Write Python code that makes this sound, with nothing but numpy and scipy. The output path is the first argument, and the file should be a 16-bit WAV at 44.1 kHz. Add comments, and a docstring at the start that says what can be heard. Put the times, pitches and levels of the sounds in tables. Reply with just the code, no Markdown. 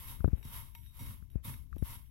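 """Stirring dry bait in a bowl

A hand stirs crumbly bait round a bowl on a wooden table: five swishes of countless tiny grain slips.
The bowl rings faintly, loose crumbs trickle, hard ones tick on the wall and the table rumbles under
each push. Close to the left microphone, the other hand shifts its grip on the recorder:
soft bumps, creaks and rustle."""
import sys
import numpy as np
from scipy import signal
from scipy.fft import rfft, irfft
from scipy.io import wavfile
from scipy.ndimage import uniform_filter1d

SR = 44100
rng = np.random.default_rng(int(sys.argv[2]) if len(sys.argv) > 2 else 0)


def inscribe(sig):
    """Save sig as 16-bit PCM at rate SR to the path in sys.argv[1].

    A 1-D sig is mono; a 2-D sig holds one channel per row.
    Samples are clipped to [-1, 1] before scaling.
    """
    pcm = np.round(np.clip(np.atleast_2d(sig).T, -1, 1) * 32767)
    wavfile.write(sys.argv[1], SR, pcm.astype(np.int16))


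N = 92610

# Strokes of the hand. Each row: moment of full speed, rise and hold in seconds, level in dB,
# fall in dB per second, table rumble in dB relative to TABLE_DB.
HAND_STROKES = [(0.0, 0.1, 0.067, -2.5, 111, -23), (0.075, 0.037, 0.048, 0, 174.5, -13),
                (0.45, 0.033, 0.063, -6, 159, -11.5), (0.535, 0.079, 0.035, 1.5, 140, -18),
                (0.999, 0.095, 0.11, -4, 167, -3.5), (1.448, 0.015, 0.05, 1.5, 172, 1),
                (1.854, 0.038, 0.081, -1, 186, -11)]
# The bowl rocks on the table. Each row: start in seconds, level in dB.
BOWL_THUDS = [(0.451, -34.5), (1.008, -41), (1.019, -38.5), (1.478, -29), (1.497, -40.5)]
# Hard crumbs hit the wall. Each row: start in seconds, then the drive in dB of the low modes,
# middle modes, crack and knock.
CRUMB_TICKS = [(0.428, -67, -57.5, -53, -59), (0.75, -54.5, -57.5, -45, -48), (0.862, -85, -63, -59, -64.5),
               (0.992, -52.5, -51, -49, -75), (1.301, -100, -73, -63, -91), (1.314, -84, -73, -65, -92),
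               (1.346, -80, -78, -77, -75), (1.5397, -61, -62, -64, -52.5), (1.76, -77, -92, -56.5, -88),
               (1.782, -85, -65.5, -52.5, -92)]
# Fingers bump the recorder. Each row: time in seconds, push in dB, contact time in ms, creak in dB.
FINGER_BUMPS = [(0.2062, -22, 1.6, -45), (0.2449, -10, 0.4, -33.5), (0.2465, -13.5, 3.2, -45.5),
                (0.2577, -14.5, 1.1, -58), (0.279, -14.5, 0.81, -47), (0.2859, -21, 1.1, -48),
                (0.333, -12.5, 1.38, -54.5), (1.2255, -32.5, 1.56, -57), (1.3577, -16.5, 1.1, -55),
                (1.729, -28.5, 3.5, -41.5), (1.7662, -27, 0.59, -60), (1.7696, -34.5, 0.83, -73),
                (1.8258, -14.5, 0.96, -41.5)]
# Firmness of the holding hand. Each row: time in seconds, rumble in dB.
GRIP_FIRMNESS = [(0, -48.5), (0.13, -47.5), (0.34, -43.5), (0.42, -51.5), (0.63, -46), (0.69, -53),
                 (0.84, -49.5), (0.94, -56), (1.06, -48), (1.3, -53), (1.45, -49), (1.65, -50.5),
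                 (1.75, -45), (1.92, -48.5), (2.1, -54.5)]
# Crumbs spill and the grip slides. Each row: middle and half length in seconds, level in dB.
CRUMB_SPILLS = [(0.236, .05, -71.5), (0.384, .03, -67), (0.7, .03, -80), (0.785, 0.036, -64.5),
                (0.862, 0.031, -64.5), (1.24, .04, -84), (1.337, .025, -74), (1.72, .03, -77.5),
                (1.816, .025, -71.5), (2.063, .04, -72)]
GRIP_SLIDES = [(0.312, 0.099, -62), (1.37, 0.042, -69.5), (1.774, 0.037, -68)]
# The bowl's mode frequencies in Hz.
MODE_HZ = [935, 2186, 3790, 5675, 7806, 9200, 9710, 10215, 11460, 11675, 11820, 12490, 12868, 13762]
# How those modes ring freely. Each row: seconds to fall 60 dB, left and right gain in dB.
MODE_RING = [(0.2, -1, -7.5), (0.17, -5, -11), (0.27, -5, -17), (0.26, -13.5, -13), (0.27, -15, -16),
             (0.2, -17, -12.5), (0.16, -13.5, 1), (0.27, -8.5, -2), (0.17, -20, -2), (0.19, -20, 2.5),
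             (0.14, -25, -1.5), (0.22, -24, -8), (0.14, -19, -1.5), (0.19, -18.5, -2.5)]
# Each sound's tone at the microphones. Each row: frequency in Hz, relative left and right level in dB.
RUSTLE_TONE = [(212, -9, -33), (584, -14, -27), (722, -23, -60), (1014, 6, -1.5), (1574, -6, -13.5),
               (3200, -1.5, -23), (4580, -12, -13.5), (6050, -9, -22), (6600, -18, -12.5),
               (9150, -10, -9.5), (9700, -18, 0.5), (10860, -21, -2), (11570, -14, 9), (13800, 1, -6.5),
               (15100, -21, -12), (15800, -9, 0.5)]  # stirred grains
TABLE_TONE = [(23.6, -2, -43), (69, 3, 9), (133, 7, 3.5), (177, -1.5, -9.5), (233.3, -5.5, 0),
              (300, -16.5, -19), (450, -25, -38.5), (544, -18, -23), (706, -42, -45), (1050, -44, -36),
              (2980, -41, -36)]  # wood under the bowl
CRUMB_TONE = [(500, -29, -42), (1410, -9, -21), (3200, -0.5, -29), (4500, -18, -23.5), (6900, -19, -27),
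              (9600, -13, -17), (12050, -11, 12.5), (12600, -14, -2.5), (14700, -12, -20)]  # crumbs trickling or cracking
KNOCK_TONE = [(410, -41, -31), (695, -38, -20), (1050, 5.5, 6), (2570, 12, -20), (4150, -2, -5),
              (6900, -7.5, -13), (15000, -31, -49)]  # a crumb on the wall
CREAK_TONE = [(193, -17.5, -50), (750, -12.5, -41), (1177, 9.5, -64.5), (2020, -6.5, -29.5),
              (2960, -25.5, -57), (5800, -31.5, -35.5), (12000, -38, -34.5)]  # skin creaking on the casing
RUB_TONE = [(300, 4, -39), (1020, -9, -47), (1710, -11, -52), (2600, -11.5, -76), (4170, -47.5, -67),
            (8250, -28, -55), (13700, -27, -66)]  # skin sliding over it
GRIP_TONE = [(20.4, 1, -36), (70, 6, -31.5), (119, -1.5, -14.5), (159.5, -10, -24), (278, -19, -40),
             (417, -39, -42), (920, -68.5, -51), (1820, -52, -83), (6800, -50, -58), (15000, -81, -56)]  # rumble of the holding hand

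GRAINS_PER_S, GRAIN_SPREAD_DB, CLUMP_DB, CLUMPS_PER_S = 9000, 1.5, 0.76, 70
RISE_DB = 20.5  # a stroke's climb over its rise time
RUSTLE_DB, BOWL_DB, TABLE_DB, TRICKLE_RING_DB, CRACK_RING_DB = -47, -58.5, -45, -77, -33
TRICKLE_PER_S, TRICKLE_SPREAD_DB = 850, 2.5
TICK_DECAY_S, THUD_DECAY_S, CREAK_DECAY_S = 0.0035, 0.0042, 0.0013
HAND_DAMPING = 3.25  # the pressing hand shortens the bowl's ring this many times
LOW_HZ, MIDDLE_HZ, HIGH_HZ = (0, 3000), (3000, 9000), (9000, 16000)
CASE_HZ, CASE_Q, BUMP_RIGHT_DB, GRIP_WANDER_DB = 57.4, 1.9, -92, 1.2
TOP_HZ = 15800


def stirring(t):
    """Each stroke rises, holds and fades, driving grain slips, the bowl's damped ring and table rumble."""
    speed, push = 0, 0
    for peak, rise, hold, db, fall, table_db in HAND_STROKES:
        before, after = np.maximum(peak - t, 0), np.maximum(t - peak - hold, 0)
        stroke = undb(-RISE_DB * before / rise - fall * after)
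        speed = np.maximum(speed, stroke * undb(db))
        push = np.maximum(push, stroke * undb(table_db + TABLE_DB) * (t > peak))
    thuds = sum(undb(db) * burst(t, at, THUD_DECAY_S) for at, db in BOWL_THUDS)
    clumps = undb(CLUMP_DB * wander(CLUMPS_PER_S))
    slips = grains(GRAINS_PER_S, GRAIN_SPREAD_DB) * speed * clumps
    rustle = undb(RUSTLE_DB) * colour(slips, RUSTLE_TONE)
    bowl = bowl_ring(slips.mean(axis=0), LOW_HZ, HAND_DAMPING)
    bowl += bowl_ring(slips, MIDDLE_HZ, HAND_DAMPING) / 2
    bowl += bowl_ring(slips, HIGH_HZ, HAND_DAMPING)
    rumble = colour(rng.standard_normal(N) * (push + thuds), TABLE_TONE)
    return rustle + level(bowl, BOWL_DB) + rumble


def bowl_ring(force, band, damping=1):
    """The bowl's modes within a band answer a force with fading sines."""
    t = np.arange(SR // 2) / SR
    response = 0
    for hz, (t60, left, right) in zip(MODE_HZ, MODE_RING):
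        if band[0] <= hz < band[1]:
            fade = np.exp(-np.log(1000) * damping * t / t60)
            response += undb([[left], [right]]) * np.sin(2 * np.pi * hz * t) * fade
    return signal.fftconvolve(np.atleast_2d(force), response, axes=1)[:, :N]


def crumb_trickle(t):
    """Between strokes loose crumbs slide off the fingers and patter on the heap and the wall."""
    slips = grains(TRICKLE_PER_S, TRICKLE_SPREAD_DB) * swells(t, CRUMB_SPILLS)
    bowl = bowl_ring(slips, MIDDLE_HZ) + bowl_ring(slips, HIGH_HZ)
    return colour(slips, CRUMB_TONE) + level(bowl, TRICKLE_RING_DB)


def crumb_ticks(t):
    """A hard crumb knocks the bowl into ringing and crushes with a crack that wakes the high modes."""
    crack, knock, middle_kicks, low_kicks = np.zeros((4, N))
    for start, low_db, middle_db, crack_db, knock_db in CRUMB_TICKS:
        fade = burst(t, start, TICK_DECAY_S)
        crack += undb(crack_db) * fade
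        knock += undb(knock_db) * fade
        low_kicks[int(start * SR)] = undb(low_db)
        middle_kicks[int(start * SR)] = undb(middle_db)
    grit = rng.standard_normal((2, N))
    contact = colour(grit * crack, CRUMB_TONE) + colour(grit * knock, KNOCK_TONE)
    bowl = bowl_ring(low_kicks, LOW_HZ) + bowl_ring(middle_kicks, MIDDLE_HZ)
    return contact + bowl + undb(CRACK_RING_DB) * bowl_ring(grit * crack, HIGH_HZ)


def finger_bumps(t):
    """By the left microphone a soft push rocks the casing for a cycle or two, and the skin creaks."""
    push, creak = 0, 0
    for at, push_db, contact_ms, creak_db in FINGER_BUMPS:
        distance = np.hypot((t - at) * 1000 / contact_ms, 1 / 2)  # rounds the pulse's tip
        push += undb(push_db) * np.exp(1 / 2 - distance)
        creak += undb(creak_db) * burst(t, at - .001, CREAK_DECAY_S)
    omega = 2 * np.pi * CASE_HZ
    casing = signal.bilinear([1, 0, 0], [1, omega / CASE_Q, omega * omega], SR)  # resonant high-pass
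    thump = signal.lfilter(*casing, push) * undb([[0], [BUMP_RIGHT_DB]])
    return thump + colour(creak * rng.standard_normal(N), CREAK_TONE)


def grip_noise(t):
    """The hand round the recorder rumbles all the time and rustles when it slides."""
    firmness_db = np.interp(t, *np.transpose(GRIP_FIRMNESS)) + GRIP_WANDER_DB * wander(per_s=22)
    rumble = colour(rng.standard_normal((2, N)) * undb(firmness_db), GRIP_TONE)
    rub = swells(t, GRIP_SLIDES) * grains(per_s=1200, spread_db=3.0)
    return rumble + colour(rub, RUB_TONE)


def grains(per_s, spread_db):
    """Random tiny slips, many weak and a few strong, separate for each microphone."""
    size = undb(spread_db * np.minimum(rng.exponential(size=(2, N)), 6))
    sign = np.sign(rng.standard_normal((2, N)))
    slipping = rng.random((2, N)) < per_s / SR
    return level(size * sign * slipping, 0)


def colour(x, tone):
    """Causal stereo filter from a tone table, with unit power gain averaged over both sides."""
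    rows, size = np.array(tone, float), 4096
    log_hz = np.log(np.maximum(np.fft.rfftfreq(size, 1 / SR), 1))
    gain = undb([np.interp(log_hz, np.log(rows[:, 0]), side) for side in rows.T[1:]])
    cepstrum = irfft(np.log(gain))
    cepstrum[:, 1:size // 2] *= 2  # fold to minimum phase
    cepstrum[:, size // 2 + 1:] = 0
    response = irfft(np.exp(rfft(cepstrum)))
    response /= np.sqrt(np.sum(response ** 2) / 2)
    return signal.fftconvolve(np.atleast_2d(x), response, axes=1)[:, :N]


def burst(t, start, decay):
    """Sudden onset, exponential fade."""
    return (t >= start) * np.exp(-np.maximum(t - start, 0) / decay)


def swells(t, table):
    """One bell-shaped rise and fall for each row."""
    return sum(undb(db) * np.exp(-((t - at) / half) ** 2 / 2) for at, half, db in table)


def wander(per_s):
    """Smooth random drift with a spread of 1."""
    step = max(int(SR / per_s), 2)
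    stairs = np.repeat(rng.standard_normal(N)[:N // step + 1], step)
    drift = uniform_filter1d(stairs, step)[:N]
    return drift / drift.std()


def undb(db):
    """Decibels to gain."""
    return 10 ** (np.asarray(db) / 20)


def level(x, db):
    """Scale to an rms level."""
    return x * undb(db) / np.sqrt(np.mean(x ** 2))


def scene():
    """The bowl on the table, with handling noise right at the microphones."""
    t = np.arange(N) / SR
    return stirring(t) + crumb_trickle(t) + crumb_ticks(t) + finger_bumps(t) + grip_noise(t)


def record(dry):
    """The handheld recorder cuts the top treble steeply."""
    return signal.sosfilt(signal.ellip(10, .2, 80, TOP_HZ, fs=SR, output="sos"), dry)


dry = scene()
out = record(dry)
inscribe(out)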